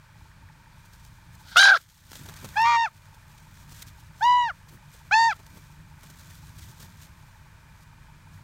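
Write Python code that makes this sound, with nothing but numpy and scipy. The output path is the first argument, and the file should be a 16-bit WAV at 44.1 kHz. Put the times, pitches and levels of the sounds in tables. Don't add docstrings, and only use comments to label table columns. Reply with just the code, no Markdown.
import sys
import numpy as np
from scipy import signal
from scipy.fft import rfft, irfft, next_fast_len
from scipy.io import wavfile
from scipy.ndimage import uniform_filter1d, map_coordinates

SR = 44100
rng = np.random.default_rng(int(sys.argv[2]) if len(sys.argv) > 2 else 0)


def digitize_waveform(pressure):
    field = np.atleast_2d(pressure).T
    bounded = np.clip(field, -1, 1)
    quanta = np.round(bounded * 32767).astype(np.int16)
    wavfile.write(sys.argv[1], SR, quanta)


def attenuation_scalar(level_db):
    decades = np.asarray(level_db, float) / 20
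    return 10 ** decades


N = 371763
T = np.arange(N) / SR


def unit(x):
    return x / np.sqrt(np.mean(x ** 2) + 1e-20)


def slowly(shape):
    coarse = T[::16]
    return np.interp(T, coarse, shape(coarse))


def curves(rows, smooth=.001):
    s, *columns = np.transpose(rows)
    width = max(1, int(smooth * SR))
    return [uniform_filter1d(np.interp(T, s, column), width) for column in columns]


def wobble(rate):
    knots = rng.standard_normal(int(N * rate / SR) + 4)
    return slowly(lambda t: map_coordinates(knots, [t * rate]))


def noise(spectrum):
    m = next_fast_len(N + 8192)
    hz, db = np.transpose(spectrum)
    log_hz = np.log(np.fft.rfftfreq(m, 1 / SR) + 1)
    gain = attenuation_scalar(np.interp(log_hz, np.log(hz + 1), db))
    return unit(irfft(rfft(rng.standard_normal(m)) * gain, m)[:N])


def turns(hz):
    return 2 * np.pi * np.cumsum(hz) / SR


def inside(rows):
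    return np.clip(np.minimum(T - rows[0][0], rows[-1][0] - T) / .002, 0, 1)


def bumps(rows, late, width):
    return slowly(lambda t: sum(attenuation_scalar(db) * np.exp(-((t - s - late) / width) ** 2) for s, db in rows))


def bouts(rows):
    def envelope(t):
        total = 0
        for s, held, db, swell, fade in rows:
            away = np.maximum((s - t) / swell, (t - s - held) / fade).clip(0)
            total = total + attenuation_scalar(db - 20 * away)
        return total
    return slowly(envelope)


def engine():
    cycle_hz = 5.832
    # multiple of the cycle rate, level in dB
    hum_tones = [(5.14, -63), (8, -65), (10.3, -66.5), (15.5, -63.5), (17, -65), (20, -61.5), (24, -70.5),
                 (24.95, -62), (32, -70), (36, -75.5)]
    # place in the cycle (0-1), width in cycles, level in dB
    knock_rows = [(.17, .03, -4), (.25, .03, 0), (.5, .02, -3), (.55, .03, -3), (.77, .02, -9),
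                  (.93, .03, -3), (.99, .02, -6)]
    # frequency in Hz, density in dB per Hz
    casing = [(760, -43), (840, 4), (925, 8), (965, -15), (1100, -37.5)]
    # frequency in Hz, density in dB per Hz
    tappet = [(1200, -26), (1500, -8), (1750, 7), (2400, -17), (3000, -30)]

    def hum(t):
        total = 0
        for order, db in hum_tones:
            sway_db = 2.2 * wobble(3)[::16]
            cycle = turns(cycle_hz * (1 + 0.00406 * wobble(1.5)))[::16]
            total = total + attenuation_scalar(db + 1.5 + sway_db) * np.cos(order * cycle)
        return total

    def bump(t, at, width):
        from_peak = (t * cycle_hz - at + .5) % 1 - .5
        return np.exp(-(from_peak / width) ** 2)

    knocks = slowly(lambda t: sum(attenuation_scalar(db) * bump(t, at, width) for at, width, db in knock_rows))
    ticking = attenuation_scalar(-57.5) * bump(T, .85, width=.018) * noise(tappet)
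    return slowly(hum) + attenuation_scalar(-58) * knocks * noise(casing) + ticking


def background():
    # time in seconds, level in dB
    air_level = [(0.0, -67), (0.164, -51), (0.946, -55), (1.3, -51.5), (3.08, -56), (3.84, -51), (4.6, -56),
                 (6.63, -48.5), (7.3, -54.5), (8.43, -52)]
    # frequency in Hz, density in dB per Hz
    rumble_colour = [(12, -31.5), (26, -23), (42, -11), (50, -5), (70, -4.5), (97, -2), (127, -13.5),
                     (150, -1.5), (200, -18.5), (269, -21.5), (300, -23), (420, -36), (550, -66),
                     (920, -120)]
    # frequency in Hz, density in dB per Hz
    hiss_colour = [(190, -47), (330, -14), (449, -10.5), (663, -5), (780, -13.5), (900, 0.5), (1080, -1.5),
                   (1400, -3.5), (1520, 1), (2140, -8), (2390, -2), (2680, -11), (8220, -17.5),
                   (12700, -22.5), (16000, -24)]
    # time in seconds, gain in dB
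    gain_db = [(0, -0.5), (1.55, 0.5), (1.6, -6.5), (1.95, -9.5), (2.15, 0), (2.3, 5), (2.55, 6), (2.9, -3),
               (3.1, 1), (8.43, 0.5)]
    rumble = attenuation_scalar(curves(air_level)[0] - 1 + 0.87 * wobble(12)) * noise(rumble_colour)
    hiss = attenuation_scalar(-59.5 + 0.26 * wobble(3.7)) * noise(hiss_colour)
    return attenuation_scalar(curves(gain_db)[0]) * (rumble + engine() + hiss)


def rustle():
    # start in seconds, held in seconds, level in dB,
    # seconds to swell 20 dB, seconds to fade 20 dB
    plumage = [(.18, .1, -71, .08, .05), (1.05, .01, -63, .45, .25), (1.35, .005, -61, .035, .012),
               (1.47, .35, -59, .15, .1), (1.894, .1, -65, .02, .5), (2.14, .54, -58.5, .1, .3),
               (2.9, .5, -74, .1, .5), (3.81, .02, -57, .45, .03), (3.87, .015, -57, .012, .03),
               (3.978, .005, -65, .14, .34), (4.2, .05, -59.5, .05, .2), (4.55, .55, -73, .1, .1),
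               (4.942, .02, -63, .05, .15), (5.13, .2, -65, .03, .03), (5.36, .34, -66.5, .1, .3),
               (6.03, .44, -62, .15, .08), (6.58, .25, -61, .08, .08), (6.9, .14, -63, .2, .1),
               (7.06, .25, -72, .1, .45), (7.83, .005, -66.5, .18, .015), (8.33, .005, -67.5, .03, .16)]
    # start in seconds, peak in dB, thud against the peak in dB
    steps = [(0.8494, -45, -8), (0.9294, -43, -9), (1.043, -42, -16), (1.7998, -40.5, -11),
             (2.1545, -37, -6.5), (2.2538, -36.5, -4), (2.2887, -36, 1), (2.3605, -35, -13),
             (2.4453, -35.5, 0), (3.1388, -45, -6), (3.3712, -46, -10), (3.7144, -40, -4),
             (3.8167, -29, -21), (4.6847, -40, -12), (4.9394, -44, -2), (5.3557, -43.5, -3),
             (5.3901, -43.5, 0.5), (5.5682, -40, 1), (6.0277, -38, -3.5), (6.096, -38, -6),
             (6.295, -38, -13), (6.5829, -35, -9), (6.798, -35, -10), (6.822, -36, -6),
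             (7.0174, -39.5, -16)]
    # time in seconds, peak in dB
    claws = [(1.8995, -55), (2.1168, -34), (2.1312, -32.5), (2.1536, -36.5), (2.2867, -33), (2.3393, -38),
             (2.445, -29.5), (2.4894, -38), (2.6185, -29), (5.4645, -43), (6.4812, -44)]
    # time in seconds, peak in dB
    thumps = [(2.189, -40.5), (2.247, -45.5), (2.289, -46), (2.432, -36), (2.643, -44), (4.722, -39.5),
              (5.219, -45), (5.549, -41), (6.679, -45.5), (6.826, -43)]
    # frequency in Hz, density in dB per Hz
    crunch = [(880, -13.5), (1500, -1), (2690, -5.5), (3450, 0), (5020, -3), (6180, -1), (10500, -6.5),
              (14900, -6.5), (16000, -13)]
    thud = [(150, -120), (250, -2), (500, -6), (1200, -9), (2500, -18.5), (4000, -120)]
    push_colour = [(60, -30), (120, 7), (220, -2), (450, -15), (700, -28)]
    half_step = .017 / 2
    tick_thud_db = -4

    def tick_shape(t):
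        return sum(attenuation_scalar(db - 7) * (t > s) * np.exp(-np.abs(t - s) / 0.0033) for s, db in claws)

    ticks = slowly(tick_shape)
    crisp = ticks + bumps([(s, db - 13) for s, db, _ in steps], half_step, half_step)
    dull_steps = bumps([(s, db - 13 + thud_db) for s, db, thud_db in steps], half_step, half_step)
    dull = attenuation_scalar(tick_thud_db) * ticks + dull_steps
    push = attenuation_scalar(-8) * bumps(thumps, late=.015, width=.032)
    grain = attenuation_scalar(2.2 * wobble(300))
    feathers = attenuation_scalar(3 + 2.4 * wobble(30)) * grain * bouts(plumage) * noise(crunch)
    return feathers + grain * crisp * noise(crunch) + dull * noise(thud) + push * noise(push_colour)


def echoes(x):
    t = np.arange(SR // 4) / SR
    tail = unit(rng.standard_normal(len(t)) * attenuation_scalar(-60 * t / .12)) / np.sqrt(len(t))
    return attenuation_scalar(-25) * signal.fftconvolve(x, tail)[:N]


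def throat(points, log_hz):
    at_hz, db = np.transpose(points)
    return np.interp(log_hz, np.log(at_hz), db)


def band_swells(t, hz):
    # centre in seconds, half length in seconds, frequency in Hz, gain in dB
    swell_rows = [(1.755, .022, 4000, 15), (1.75, .02, 4900, 10), (1.69, .02, 4400, 6),
                  (1.59, .015, 3200, -4), (1.675, .025, 6600, -8), (1.655, .025, 3100, -6),
                  (1.724, .012, 2400, 11), (1.724, .012, 3200, 7), (1.768, .01, 1600, 8),
                  (2.58, .012, 2550, -9), (2.592, .012, 1750, -4), (2.596, .012, 3550, -10),
                  (2.635, .025, 5500, 9), (2.65, .035, 2780, 8), (2.7, .06, 1880, -4), (2.76, .07, 2780, 5),
                  (2.7, .03, 3770, 7), (2.8, .022, 3700, 5), (2.855, .012, 3900, -5),
                  (4.235, .014, 2650, -15), (4.24, .03, 1850, -4), (4.235, .018, 4500, 8),
                  (4.24, .02, 5600, 8), (4.24, .02, 6600, 5), (4.47, .018, 4500, 5), (4.305, .04, 4900, 8),
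                  (4.395, .035, 4870, -11), (4.465, .02, 2720, 2), (4.48, .012, 3400, -12),
                  (4.47, .015, 5300, 5), (4.51, .012, 3900, 10), (4.37, .05, 9000, 6), (4.28, .04, 11700, 6),
                  (5.12, .01, 3100, 8), (5.135, .018, 5000, 4), (5.195, .014, 2730, -5), (5.22, .04, 4560, 6),
                  (5.2, .04, 6000, -7), (5.276, .011, 2740, -12), (5.292, .012, 4400, -12),
                  (5.295, .012, 7100, -10), (5.315, .012, 4700, 7), (5.302, .012, 2550, -6),
                  (5.305, .012, 6500, 7), (5.13, .012, 6400, 5)]
    width = .09
    total = 0
    for s, half, at_hz, db in swell_rows:
        if t[0] < s < t[-1]:
            total = total + db * np.exp(-((t - s) / half) ** 2 - (np.log(hz / at_hz) / width) ** 2)
    return total


def partials(call, rows, resonances, beak_steepness):
    lower = [
        [-1, -1, -1, -1],
        [-.5, -5, -13.5, -16],
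        [-.5, -10, -8, -19],
        [-.5, -3, -12, -15],
    ]
    upper = [
        [1, -6.5, -11, -8.5, -14, -27.5, -22, -22],
        [-6.5, -6, -11.5, -19, -27, -28, -40, -45],
        [-7, -11, -11.5, -22, -27, -34, -50, -33, -42],
        [3.5, -4.5, -3.5, -7.5, -26, -19, -40, -34, -39, -39],
    ]
    stretch = .2
    pitch, effort_db, short, beak_db = curves(rows, smooth=.005)
    place = np.log(pitch / (1 + stretch * (short - .5)))
    levels = []
    for k, db in enumerate(lower[call]):
        filtered = throat(resonances, place + np.log(k + 1)) + beak_db * (k / 3) ** beak_steepness
        levels.append(effort_db + db + filtered)
    return pitch, levels + [levels[-1] + db for db in upper[call]]


def flutter(flutter_hz, depth):
    beat = turns(flutter_hz * (1 + 0.068 * wobble(25)))
    return 1 + depth * (np.sin(beat) - 0.38 * np.sin(2 * beat)), beat


def voice(call, rows, pitch, levels, bend, beat, shake_db, jitter, low):
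    chop_shares = [
        [1, 1, 1, 1, 1, 1, 1, 1, 1, 1],
        [.3, .3, .5, .7, .8, .8, .8, .8, .8, .8],
        [.15, .7, .25, .9, .9, .9, .8, .6, .6, .3, .6],
        [.9, .5, .2, .9, .9, .9, .8, .8, .8, .8, .8, .8],
    ]
    grit_depth = (1.8, 1.5, 1.5, 1.6)
    pitch = uniform_filter1d(pitch, int(0.011 * SR))
    slack = np.clip(1 - pitch / pitch.max(), 0, .15)
    phase = turns(pitch * bend * (1 + jitter * (1 + 28 * slack) * wobble(300)))
    gate = inside(rows)
    on, stack = gate > 0, np.zeros(N)
    chop = [0, 0, *chop_shares[call]]

    def chance(rate):
        return map_coordinates(rng.standard_normal(rate), [(T[on] - rows[0][0]) * rate])

    for k, db in enumerate(levels, 1):
        depth_db = shake_db * (low * min(k, 3) + chop[k - 1])
        shake = depth_db * (np.sin(beat[on] + 0.54 * k) + .5 * chance(rate=45))
        grit = grit_depth[call] * chance(rate=500) / (1 + (4.5 / k) ** 6)
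        level = db[on] + shake + grit + band_swells(T[on], k * pitch[on])
        stack[on] += attenuation_scalar(level) * np.cos(k * phase[on] - 0.23 * (k - 1) * (k - 2))
    leak = np.sqrt(attenuation_scalar(levels[0]) ** 2 + attenuation_scalar(levels[1]) ** 2) * (1 + 25 * slack) * gate
    return np.sqrt(2) * stack * gate, phase, leak


def breath(effort, beat, breath_db):
    # frequency in Hz, density in dB per Hz
    breath_colour = [(650, -64), (950, 4.5), (1300, -0.5), (2300, -11), (3000, -26), (3500, -31),
                     (4500, -8), (7000, -13), (9000, -37), (16000, -48.5)]
    return attenuation_scalar(breath_db + 4.9 * np.sin(beat)) * effort * noise(breath_colour)


def yelp(rows, resonances, flutter_hz, order, depth, shake_db, jitter, low, breath_db):
    bend, beat = flutter(flutter_hz, depth)
    pitch, levels = partials(order, rows, resonances, beak_steepness=1.1)
    tone, phase, effort = voice(order, rows, pitch, levels, bend, beat, shake_db, jitter, low)
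    return tone + breath(effort, beat, breath_db), phase, bend, beat


def yelps():
    # time in seconds, pitch in Hz, effort in dB, throat shortening (0-1),
    # beak brightness in dB
    rows_1 = [(2.556, 755, -38, .5, -6), (2.571, 835, -20.5, .5, 5), (2.6, 896, -18, .5, 1),
              (2.69, 946.5, -20, .5, -7), (2.77, 928, -20.5, .45, 3), (2.835, 918.4, -22.5, .58, 3),
              (2.855, 871, -24, .4, 0.5), (2.875, 665, -35, .5, -5), (2.89, 532, -48, .5, -5)]
    rows_2 = [(4.208, 730, -29, .5, -14), (4.229, 893, -17, .4, 0), (4.26, 968, -17, .4, -2.5),
              (4.3, 984, -17, .4, -4), (4.38, 979.4, -19.5, .4, -3), (4.44, 962, -22, .55, 0.5),
              (4.48, 890, -25, .65, 1), (4.505, 691, -31, .5, 3), (4.522, 520, -41, .5, -15)]
    rows_3 = [(5.11, 675, -25, .5, -12), (5.125, 814, -19, .5, 1), (5.142, 869, -16, .7, 2),
              (5.153, 876, -17.5, .1, 2), (5.2, 915, -18.5, .3, 2), (5.283, 917, -20, .3, -1),
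              (5.31, 825, -26, .5, 1), (5.33, 640, -33, .5, -2), (5.34, 495, -55, .5, -5)]
    # frequency in Hz, gain in dB
    facing = [(500, -25), (930, .5), (1350, 7), (1850, -4), (2500, 4), (2620, 3), (2800, -12), (3700, -7)]
    turned = [(500, -25), (990, .5), (1350, 12), (1900, -3), (2250, -12), (2650, -20), (2900, -7),
              (3700, -7)]
    breath_levels = (-35, -41, -37)
    # time in seconds, pitch in Hz, level in dB
    other_side = [
        (2.63, 1193, -53),
        (2.656, 1155, -24.5),
        (2.67, 1196, -25),
        (2.696, 1196, -24),
        (2.762, 1162, -28),
        (2.785, 1112, -60),
    ]
    # multiple of the first side, multiple of the second, level in dB
    mixing = [(0, 1, -1.5), (0, 2, -6.5), (1, 1, -12.5), (-1, 2, -16.5), (1, 2, -16.5), (2, 2, -19),
              (2, 1, -27.5), (2, -1, -34), (1, 4, -34)]
    # time in seconds, level in dB
    catches = [(2.579, -50), (4.232, -50), (4.483, -56), (5.113, -52), (5.124, -48), (5.31, -50),
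               (5.329, -54)]
    # frequency in Hz, density in dB per Hz
    catch_colour = [(800, -25), (1500, -4), (3000, 0), (6500, -2), (8500, -12), (16000, -20)]

    first, phase, bend, beat = yelp(rows_1, facing, 78, order=1, depth=0.007, shake_db=4.5,
                                    jitter=0.0033, low=0.16, breath_db=breath_levels[0])
    other_hz, other_db = curves(other_side, smooth=.008)
    other = turns(other_hz * bend * (1 + 0.0095 * wobble(300)))
    gate = inside(other_side)
    on = gate > 0
    mixed = sum(attenuation_scalar(db) * np.cos(a * phase[on] + b * other[on] + 0.53 * b * b) for a, b, db in mixing)
    duet = attenuation_scalar(other_db) * gate
    first[on] -= np.sqrt(2) * (duet * attenuation_scalar(1.5 * np.sin(beat)))[on] * mixed
    first += breath(duet, beat, breath_db=-12)
    second = yelp(rows_2, turned, 74, order=2, depth=0.011, shake_db=5.5,
                  jitter=0.00143, low=0.04, breath_db=breath_levels[1])[0]
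    third = yelp(rows_3, facing, 72.97, order=3, depth=.0115, shake_db=3.0,
                 jitter=0.0023, low=0.073, breath_db=breath_levels[2])[0]
    return first + second + third + bumps(catches, late=0, width=.004) * noise(catch_colour)


def croak():
    # time in seconds, pitch in Hz, effort in dB, throat shortening (0-1), beak brightness in dB
    rows = [(1.559, 660, -13, .5, -30), (1.570, 712, -11, .5, -1), (1.605, 795, -14.5, .6, 1),
            (1.655, 806, -12, .4, -4), (1.7, 823, -10, .55, -23), (1.725, 805, -10, .5, -40),
            (1.752, 722, -16, .5, -25), (1.77, 510, -25, .7, -5), (1.781, 330, -42, .5, -10)]
    # frequency in Hz, gain in dB
    resonances = [(500, -17), (850, -16), (1100, -14), (1350, 1), (1650, 1), (2000, -17), (2450, -25),
                  (2900, -8)]
    # time in seconds, depth in dB, pop in dB
    breaks = [(1.565, 24, -26), (1.578, 13.5, -23), (1.607, 9, -33), (1.629, 16.5, -16.5),
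              (1.656, 20, -19.5), (1.667, 2, -32.5), (1.681, 21.5, -25.5), (1.69, 16, -23.5),
              (1.706, 23, -31), (1.714, 24, -30.5), (1.735, 20, -34), (1.746, 14.5, -28.5)]
    # time in seconds, level in dB
    rasp = [(1.42, -72), (1.465, -54), (1.553, -48), (1.57, -24), (1.695, -23), (1.715, -34), (1.772, -33),
            (1.783, -62), (1.83, -94)]
    # frequency in Hz, density in dB per Hz
    rasp_colour = [(200, -63), (450, -48), (800, -25.5), (1150, -21.5), (1450, 3.5), (1950, -18.5),
                   (2570, -31), (3200, -7.5), (4600, -8), (6500, -21), (7800, -37), (8600, -30),
                   (11100, -40), (16000, -55)]
    pop_colour = [(200, -45), (500, -22), (950, 5), (1250, -3), (2000, -2), (3500, -2.5), (5000, -39.5)]
    sizzle = [(5000, -29.5), (6800, 1.5), (7800, -17), (8800, -5.5), (11000, -10.5), (12000, -15),
              (13000, -14), (16000, -22)]
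    dip_per_db = .0044

    def dips(t):
        total = 0
        for s, db, _ in breaks:
            decay = np.where(t < s, .0025, .005)
            total = total + dip_per_db * abs(db) * np.exp(-np.abs(t - s) / decay)
        return total

    def notches(t):
        return sum(-abs(db) * np.exp(-((t - s) / .0014) ** 2) for s, db, _ in breaks)

    sag = 1 - slowly(dips)
    notch_db = slowly(notches)
    pops = bumps([(s, pop_db) for s, _, pop_db in breaks], late=0, width=.0026)
    bend, beat = flutter(80, depth=.006)
    pitch, levels = partials(0, rows, resonances, beak_steepness=2.8)
    tone, phase, _ = voice(0, rows, pitch, levels, bend * sag, beat, shake_db=2.8, jitter=.006, low=.1)
    gate = 1 + 0.38 * np.cos(phase)
    air = attenuation_scalar(curves(rasp)[0] + 2.2 * wobble(70)) * noise(rasp_colour)
    bright_db = -30 - 150 * np.abs(T - 1.572) + 1.7 * wobble(60)
    bright = attenuation_scalar(bright_db) * inside([[1.567], [1.78]]) * noise(sizzle)
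    return tone * attenuation_scalar(notch_db) + gate * (air + bright) + pops * noise(pop_colour)


def scene():
    calls = croak() + yelps()
    return (calls + echoes(calls) + rustle() + background())[None]


def low_pass(x):
    return signal.sosfilt(signal.butter(12, 16460, fs=SR, output="sos"), x)


def record(dry):
    m = next_fast_len(N + 8192)
    hz = np.fft.rfftfreq(m, 1 / SR)
    kept = (hz < 15880) * attenuation_scalar(-4 * np.exp(-((hz - 10500) / 600) ** 2))
    mix = irfft(rfft(dry, m) * kept, m)[:, :N]
    return low_pass(mix)


dry = scene()
out = record(dry)
digitize_waveform(out)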